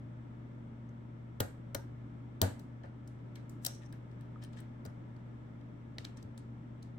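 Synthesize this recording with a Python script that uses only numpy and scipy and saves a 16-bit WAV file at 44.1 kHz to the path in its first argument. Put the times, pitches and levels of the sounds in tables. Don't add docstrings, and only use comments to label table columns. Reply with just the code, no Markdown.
import sys
import numpy as np
from scipy import signal
from scipy.fft import rfft, irfft, next_fast_len
from scipy.io import wavfile
from scipy.ndimage import uniform_filter1d

SR = 44100
rng = np.random.default_rng(int(sys.argv[2]) if len(sys.argv) > 2 else 0)


def wav_record(signal):
    frames = np.transpose(np.atleast_2d(signal))
    bounded = np.clip(frames, -1, 1)
    quanta = np.round(bounded * 32767).astype(np.int16)
    wavfile.write(sys.argv[1], SR, quanta)


N = 307862

# frequency in Hz, level in dB rms, waver in dB.
HUM_TONES = [(34, -68, 1), (68.8, -64.5, 1), (119.8, -49, 1.0), (229.8, -60, 2)]
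# frequency in Hz, relative density in dB per Hz.
AIR_SPECTRUM = [(25, -27.5), (50, -12), (80, -9), (100, -3.5), (150, -2.5), (200, -1.5), (290, -2),
                (380, -10.5), (600, -17.5), (1000, -22), (2000, -29), (4000, -45), (8000, -50.5),
                (9200, -57.5)]
# frequency in Hz, width in Hz, boost in dB.
AIR_RESONANCES = [(152.9, 33, 4), (279, 14, 3.5), (322.7, 29, 1), (549, 8.5, 8), (604, 42, 7.5),
                  (913, 180, 5), (1320, 220, 6), (1715, 100, 5.5), (2140, 250, 4.5), (3440, 1000, 6.5),
                  (5640, 300, 5.5), (8000, 1300, 4)]
# frequency in Hz, left-right correlation before clipping to +-0.99.
AIR_LIKENESS = [(60, 0.98), (130, 1), (290, 0.54), (640, -0.026), (1410, -0.28), (3100, 0.11),
                (6820, -0.13), (15000, -0.29)]
# frequency in Hz, level in dB, t60 in seconds.
ROOM_BANDS = [(490, -59, 0.36), (1970, -48.5, 0.41), (4884, -45, 0.27), (10000, -43, 0.31),
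              (13500, -40.5, 0.13), (15900, -42, 0.13)]
# frequency in Hz, relative level in dB, t60 in seconds.
BENCH_MODES = [(97.2, 9, 0.22), (129, -6.5, 0.075), (189, -4.5, 0.32), (262, -8.5, 0.22), (311, -15, 0.4),
               (435, -3, 0.095), (550, -3.5, 0.1), (608, -7, 0.13), (685.5, -28.5, 0.052),
               (855, -5.5, 0.09), (1250, -21, 0.096), (1425, -4.5, 0.24), (1735, -34.5, .1)]
# frequency in Hz, relative level in dB, t60 in seconds.
WOOD_KNOCK = [(262.7, -13, 0.15), (399, -17, 0.18), (584, -4.5, 0.21), (705, -9.5, 0.21), (990, -22, 0.26),
              (1397, -14.5, 0.26), (2000, -13, 0.28)]
# start in seconds, level in dB, push in ms, deep thump in dB,
# extra damping by the hands in dB per second.
JOLT_EVENTS = [(1.4018, -30.5, 0.69, -5, 146), (1.412, -41.5, 0.32, -7.5, 147),
               (1.749, -37.5, 0.44, -4.5, 299), (2.4167, -29.5, 0.72, 2, 50),
               (2.429, -31.5, 0.59, -3.5, 49), (2.441, -39, 0.75, -10.5, 199), (2.84, -50, 0.56, -2, 33),
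               (3.649, -59, 0.26, 2, 28), (3.663, -48.5, 0.17, -15, 33), (4.853, -48.5, 0.5, 2, 65),
               (5.984, -53.5, 1.34, 3.5, 32), (6.048, -58, 0.3, 4, 30), (6.23, -46, 2.9, -3.5, 32)]
# start in seconds, length in seconds, level in dB,
# start frequency in Hz, top frequency in Hz.
TWANG_EVENTS = [(1.781, 0.036, -59, 865, 920), (1.783, 0.069, -65, 1414, 1610)]
# frequency in Hz, width in Hz, relative level in dB.
PICK_RESONANCES = [(910, 73, 1.5), (1630, 90, 5), (2120, 220, 8.5), (4050, 400, -5), (5600, 220, -4),
                   (5690, 410, 2), (6150, 250, -3.5), (8080, 450, 2), (9100, 300, -2), (9100, 400, -9)]
# start in seconds, level in dB, favoured frequency in Hz, t60 in seconds.
BUZZ_EVENTS = [(1.76, -63.5, 5850, 0.22), (2.84, -69, 1700, 0.1), (3.357, -65, 1650, 0.13),
               (3.668, -58.5, 5740, 0.48), (3.668, -70, 8400, 0.23), (3.93, -70, 1630, 0.097),
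               (4.45, -75, 9100, 0.12), (4.605, -78, 8140, 0.1), (6.054, -80, 6100, 0.29),
               (6.171, -64.5, 6130, 0.054), (6.378, -65.5, 9900, 0.067)]
# start in seconds, level in dB, frequency in Hz, t60 in seconds.
PING_EVENTS = [(0.891, -64.5, 6300, .01), (1.402, -34.5, 3370, 0.023), (1.4035, -38, 6000, .01),
               (1.402, -37, 12000, .012), (1.404, -39, 245, 0.066), (1.404, -49, 1450, 0.054),
               (1.745, -51, 1210, 0.024), (1.749, -42, 550, 0.034), (1.752, -44, 302, 0.071),
               (1.772, -57, 1500, .03), (1.768, -53.5, 2050, 0.047), (1.748, -43, 1480, 0.045),
               (1.752, -48, 900, 0.043), (2.418, -21, 14000, .008), (2.424, -44, 1460, 0.065),
               (2.593, -58, 5930, .012), (2.837, -50, 1740, 0.019), (2.849, -52, 1756, 0.022),
               (3.075, -57, 4910, .01), (3.075, -60, 8100, .015), (3.355, -56, 3540, 0.0095),
               (3.495, -58, 7030, .01), (2.4154, -15, 4360, 0.003), (3.6629, -20, 5050, 0.0057),
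               (3.664, -45.5, 730, 0.062), (3.925, -53, 4820, 0.0093), (3.9267, -58, 8380, 0.013),
               (3.929, -56, 1660, 0.033), (4.209, -65, 8270, 0.011), (4.4265, -57, 4150, .01),
               (4.359, -45.5, 1260, 0.031), (4.438, -48, 5300, 0.013), (4.4375, -53.5, 8900, 0.02),
               (4.447, -54, 4150, .01), (4.448, -65, 8900, 0.048), (4.532, -67, 5300, .015),
               (4.57, -63, 8100, 0.018), (4.589, -57, 4100, .012), (4.59, -60, 8200, 0.013),
               (4.603, -54, 8160, 0.019), (4.853, -50.5, 4800, .012), (4.86, -56, 7400, .01),
               (4.9, -67, 5300, 0.011), (5.164, -66.5, 4520, .012), (5.9836, -26.5, 4030, 0.0041),
               (5.9855, -39, 2010, 0.015), (6.0499, -26, 4060, 0.003), (6.171, -60, 6340, .012),
               (6.226, -63, 4750, .01), (6.378, -52, 3700, .008), (6.3777, -57, 7560, .01),
               (6.378, -59, 10070, .015), (6.825, -55, 4150, 0.01), (6.828, -59, 9170, .012)]
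# start in seconds, length in seconds, level in dB, band centre in Hz.
SCRAPE_AND_HISS_EVENTS = [(2.832, 0.042, -66.5, 1930), (3.605, 0.12, -59.5, 8050),
                          (3.804, 0.05, -62.5, 3970), (4.408, 0.046, -59, 3510), (4.519, .025, -68.5, 4000),
                          (4.556, 0.054, -63, 3600), (6.156, 0.025, -72.5, 5000)]
# frequency in Hz, relative level in dB, t60 in seconds.
LOCK_MODES = [(1776, 6.5, 0.017), (2346, -3, 0.011), (3060, 1.5, 0.012), (3980, -4.5, 0.01),
              (4225, -4, 0.0065), (4730, -5.5, 0.0077), (5550, -0.5, 0.0057), (7620, 3, 0.0098),
              (7750, -5, 0.011), (8600, -2.5, 0.0068), (9000, -9.5, 0.018), (11520, -12.5, 0.035),
              (12900, -13.5, 0.01), (14020, -7, 0.014)]
# frequency in Hz, gain in dB.
SLIP_COLOUR = [(1000, -1.5), (2000, -5), (2700, -5.5), (3200, -1.5), (4000, -0.5), (4800, -2), (6300, -1.5),
               (7800, 0), (10000, -1.5), (12000, 3), (16000, 4)]
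# start in seconds, level in dB, brightness in dB per octave,
# narrowness in dB per octave squared, time to chatter peak in ms, echo send in dB, left over right in dB.
SLIP_EVENTS = [(0.8913, -47, 2, 11, 1.9, -22, 4), (1.4009, -8.5, -3, -0.5, 3.6, -13, 1),
               (1.4041, -7, 3.5, 1, 0.59, -3, 2.5), (1.4059, -15.5, -4, 8, 1.4, -6.5, 9),
               (1.746, -7, 0, 1, 2.7, -9, 4), (2.416, 3.5, 1.5, 1, 0.68, -4, 0),
               (2.419, -9.5, -1.5, 4, 1.1, -2.5, 3), (2.594, -29.5, 1, 4.5, 1.8, 0.5, 3),
               (2.834, -41, -14, 7, 1.9, 5, 9), (3.0747, -31.5, 4.5, 9.5, 2.3, 0.5, 1),
               (3.3545, -25.5, -4.5, 5.5, 2.9, -2, 5), (3.494, -30.5, 8.5, 10, 2.2, 2.5, 1),
               (3.624, -41.5, 3, 13, 1.5, -3, -1), (3.6474, -14, 6, 1, 0.74, -9, -2),
               (3.6492, -6, 2.5, 4, 1, 0.5, 6), (3.663, -0.5, 4.5, 5.5, 2, -18, 0),
               (3.829, -43.5, -7, 8.5, 4, -1, -3), (3.925, -32, -1, 1, 1.5, 2, 1),
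               (4.114, -42.5, -4.5, 6.5, 1.2, 1.5, 2), (4.209, -41.5, -3, 0, 1.2, 3, 6),
               (4.4203, -39, -7, 2.5, 1.1, -4.5, 1), (4.4252, -36.5, -9, 2, 1.2, 2, 1),
               (4.438, -31, 0, 2, 1.2, -2.0, 3), (4.447, -33, -7, 5, 1.1, 0, 10),
               (4.531, -41, -9, 3, 2.5, 10, 1), (4.563, -41, -8.5, 7.5, 1.3, -3.5, 0),
               (4.57, -43, -11, -1, 1.6, 5, 7), (4.59, -41, -7, 1, 1.5, 8, 7),
               (4.601, -40, 2.5, -2, 1.8, -1, 8), (4.85, -29, -1.5, 0, 2.7, -1, 7.5),
               (4.8605, -24.5, 2, 12, 1.4, -2.5, 1), (5.164, -42, -5.5, 6.5, 1.1, -8, 0),
               (5.6103, -44.5, -10, 5, 2, -4.5, 4), (5.9828, -18, -8, 4.5, 1.2, -1, 2.5),
               (6.045, -31.5, -5.5, 1, 1.1, 6, 10), (6.0495, -16.5, -6, 6, 1.3, -7, -4),
               (6.171, -40, -7.5, 2, 1.1, 11, 3), (6.226, -29, 1, 10, 1.7, -3, 3),
               (6.376, -27, -2.7, 5.5, 1.3, -1, 1), (6.826, -28.5, -2.5, 8, 2, 1.5, 1)]

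AIR_DB, BACKGROUND_PAN_DB = -52.5, 1.42
PORT_HZ, THUMP_TOP_HZ = 67.95, 220
BUZZ_FALL_DB = 31
PING_SWELL_CYCLES = 1.3
SLIP_HZ, SLIP_LOW_HZ, SLIP_HIGH_HZ = 5600, 1900, 12600
TOP_HZ = 16550


def undb(db):
    return 10 ** (np.asarray(db) / 20)


def pan_gains(left_over_right_db):
    return undb(np.array([[left_over_right_db], [-left_over_right_db]]) / 2)


def read(table, hz):
    rows = np.transpose(table)
    log_hz = np.log(np.maximum(hz, 1))
    return [np.interp(log_hz, np.log(rows[0]), column) for column in rows[1:]]


def add(out, x, start_s):
    i = int(start_s * SR)
    out[..., i:i + x.shape[-1]] += x[..., :N - i]


def bandpass(x, low_hz, high_hz, order):
    sos = signal.butter(order, [low_hz, high_hz], "bandpass", fs=SR, output="sos")
    return signal.sosfilt(sos, x)


def walk(rate_hz):
    hold = int(SR / rate_hz)
    steps = np.repeat(rng.standard_normal(N // hold + 1), hold)
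    return uniform_filter1d(steps, hold)[:N]


def rings(modes, seconds):
    t = np.arange(int(seconds * SR)) / SR
    return np.array([undb(db) * np.exp((2j * np.pi * hz - np.log(1000) / t60_s) * t)
                     for hz, db, t60_s in modes])


def fading(table, centres_hz, seconds):
    t, out = np.arange(int(seconds * SR)) / SR, 0
    settle = SR // 20
    for hz in centres_hz:
        db, t60_s = read(table, hz)
        noise = rng.standard_normal((2, len(t) + settle))
        band = bandpass(noise, hz / 2 ** .25, hz * 2 ** .25, 2)[:, settle:]
        out = out + undb(db - 60 * t / t60_s) * band / band.std()
    return out


def grit(count, rough):
    contacts, unevenness = rng.standard_normal((2, count))
    x = contacts * np.exp(rough * unevenness)
    return x / x.std()


def lock(spread_db=10.5, snap_db=12.0):
    level_luck, phase_luck = rng.standard_normal((2, 2, len(LOCK_MODES)))
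    mix = undb(spread_db * level_luck) * np.exp(3j * phase_luck)
    body = (mix @ rings(LOCK_MODES, .05)).real
    body[:, 0] += undb(snap_db)
    return body / np.sqrt(np.mean(np.sum(body ** 2, 1)))


def background(swell_db=0.4):
    size = next_fast_len(N)
    hz = np.arange(size // 2 + 1) * SR / size
    like = np.clip(read(AIR_LIKENESS, hz)[0], -.99, .99)
    peaks_db = sum(db / (1 + (2 * (hz - f) / width_hz) ** 2) for f, width_hz, db in AIR_RESONANCES)
    mid, side = rfft(rng.standard_normal((2, size))) * undb(read(AIR_SPECTRUM, hz)[0] + peaks_db)
    mid, side = mid * np.sqrt(1 + like), side * np.sqrt(1 - like)
    air = irfft(np.array([mid + side, mid - side]), size)[:, :N]
    air *= undb(AIR_DB + swell_db * walk(2.5)) / air.std()
    t, hum = np.arange(N) / SR, 0
    for f, db, waver_db in HUM_TONES:
        level = undb(db + waver_db * walk(3)) * np.sqrt(2)
        hum = hum + level * np.sin(2 * np.pi * f * t + 0.59 * walk(1.8))
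    return (air + hum) * pan_gains(BACKGROUND_PAN_DB)


def room(x, gap_ms=1.5):
    tail = fading(ROOM_BANDS, 250 * 2 ** np.arange(0, 6.1, .5), 0.6)
    tail *= np.clip(np.arange(tail.shape[1]) * 1000 / SR / gap_ms - 1, 0, 1)
    return signal.fftconvolve(tail, x[None], axes=1)[:, :N]


def jolts(pan_db=2.0, twist_rad=0.24, rise_ms=7.2):
    out, tones = np.zeros((2, N)), rings(BENCH_MODES, .4)
    order = np.arange(len(BENCH_MODES))
    turn_rad, sign = twist_rad * order / 2, (-1) ** order
    tones[0] *= 1 - np.exp(-np.arange(tones.shape[1]) * 1000 / SR / rise_ms)
    deep = np.array(BENCH_MODES)[:, 0] < THUMP_TOP_HZ
    for start_s, db, push_ms, thump_db, damp_db_per_s in JOLT_EVENTS:
        mix = sign * undb(thump_db * deep)
        body = np.array([(mix * np.exp(1j * side * turn_rad) @ tones).imag for side in (1, -1)])
        wood = body + fading(WOOD_KNOCK, 250 * 2 ** np.arange(0, 3.1, .25), .4)
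        wood = wood * undb(-damp_db_per_s * np.arange(wood.shape[1]) / SR)
        push = np.hanning(int(push_ms * SR / 1000) + 3)
        thump = signal.fftconvolve(wood, push[None] / push.sum(), axes=1)
        add(out, undb(db) * pan_gains(pan_db) * thump, start_s)
    return signal.sosfilt(signal.butter(2, PORT_HZ, "highpass", fs=SR, output="sos"), out)


def twangs(waver_db=4, pitch_waver=.015, top_fraction=0.6):
    out, uneven = np.zeros((2, N)), undb(waver_db * walk(80))
    drift = 1 + pitch_waver * walk(120)
    for start_s, seconds, db, start_hz, top_hz in TWANG_EVENTS:
        count = int(seconds * SR)
        bend = (np.linspace(0, 1, count) / top_fraction - 1) ** 2
        hz = top_hz + (start_hz - top_hz) * bend
        phase = 2 * np.pi * np.cumsum(hz * drift[int(start_s * SR):][:count]) / SR
        add(out, undb(db) * np.sqrt(np.hanning(count)) * np.sin(phase), start_s)
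    return out * uneven


def buzzes(rattle_db=3.5):
    out, t = np.zeros((2, N)), np.arange(SR // 2) / SR
    onset = np.clip(t * 1000, 0, 1)
    uneven = undb(rattle_db * walk(70))
    for start_s, db, near_hz, t60_s in BUZZ_EVENTS:
        for hz, width_hz, mode_db in PICK_RESONANCES:
            noise = rng.standard_normal((2, len(t)))
            ring = bandpass(noise, hz - width_hz / 2, hz + width_hz / 2, 1)
            share_db = mode_db - BUZZ_FALL_DB * np.log2(hz / near_hz) ** 2
            envelope = undb(db + share_db - 60 * t / t60_s) * onset
            add(out, envelope * ring / ring.std(), start_s)
    return out * uneven


def pings():
    out = np.zeros((2, N))
    for start_s, db, hz, t60_s in PING_EVENTS:
        swell = np.clip(np.arange(SR // 10) / SR * hz / PING_SWELL_CYCLES, 0, 1)
        add(out, swell * rings([(hz, db, t60_s)], .1).imag, start_s)
    return out


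def scrapes_and_hiss(rough=1.0, pan_db=9.5):
    out = np.zeros((2, N))
    for start_s, seconds, db, hz in SCRAPE_AND_HISS_EVENTS:
        count = int(seconds * SR)
        grains = bandpass(np.hanning(count) * grit(count, rough), hz / 2, hz * 2, 2)
        rung = signal.fftconvolve(lock(spread_db=5.5, snap_db=21.5), grains[None], axes=1)
        add(out, undb(db) * pan_gains(pan_db) * rung, start_s)
    return out


def slips(rough=0.46, bass_db=4.0, even_hz=1110.0, lag_ms=0.303, shadow_db=5.5, ringing=0.25):
    near, far, size = np.zeros((2, N)), np.zeros(N), 4096
    t, hz = np.arange(size) / SR, np.arange(size // 2 + 1) * SR / size
    lead_s = 128 / SR
    fade = np.clip(np.minimum(2 - 3 * t * SR / size, t / lead_s), 0, 1) ** 2
    spread = np.sqrt(SLIP_HZ / np.maximum(hz, 1)) * np.exp(-2j * np.pi * hz * lead_s)
    thinning_db = bass_db * np.log2(np.clip(hz / SLIP_LOW_HZ, 1 / 3, 1))
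    spread = spread * undb(read(SLIP_COLOUR, hz)[0] + thinning_db)
    octaves = np.log2(np.clip(hz, SLIP_LOW_HZ, SLIP_HIGH_HZ) / SLIP_HZ)
    right = undb(-shadow_db * (hz / 12000) ** 2) * np.exp(-2j * np.pi * hz * lag_ms / 1000)
    ports = np.array([np.ones(len(hz)), right])
    for start_s, db, bright_db, narrow_db, chatter_ms, echo_db, pan_db in SLIP_EVENTS:
        u = t[:size // 4] * 1000 / chatter_ms
        chatter = u ** 2 * np.exp(-2 * u) * grit(len(u), rough)
        modes = rfft(lock(), size)
        burst = modes * rfft(chatter, size)
        burst /= np.sqrt(uniform_filter1d(np.abs(burst) ** 2, int(even_hz * size / SR), axis=1))
        colour = spread * undb(db + bright_db * octaves - narrow_db * octaves ** 2)
        direct = fade * irfft(ports * burst * colour, size)
        add(near, direct * pan_gains(pan_db), start_s - lead_s)
        to_walls = fade * irfft(np.abs(modes[0]) ** ringing * colour, size)
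        add(far, to_walls * undb(echo_db), start_s - lead_s)
    return near, far


def scene(ping_echo_db=-16):
    clicks, far = slips()
    rest, tones = scrapes_and_hiss() + jolts(), pings()
    echoes = room(far + rest.mean(0) + undb(ping_echo_db) * tones[0])
    return background() + echoes + rest + twangs() + buzzes() + tones + clicks


def record(dry):
    return signal.sosfilt(signal.ellip(12, .2, 70, TOP_HZ, fs=SR, output="sos"), dry)


dry = scene()
out = record(dry)
wav_record(out)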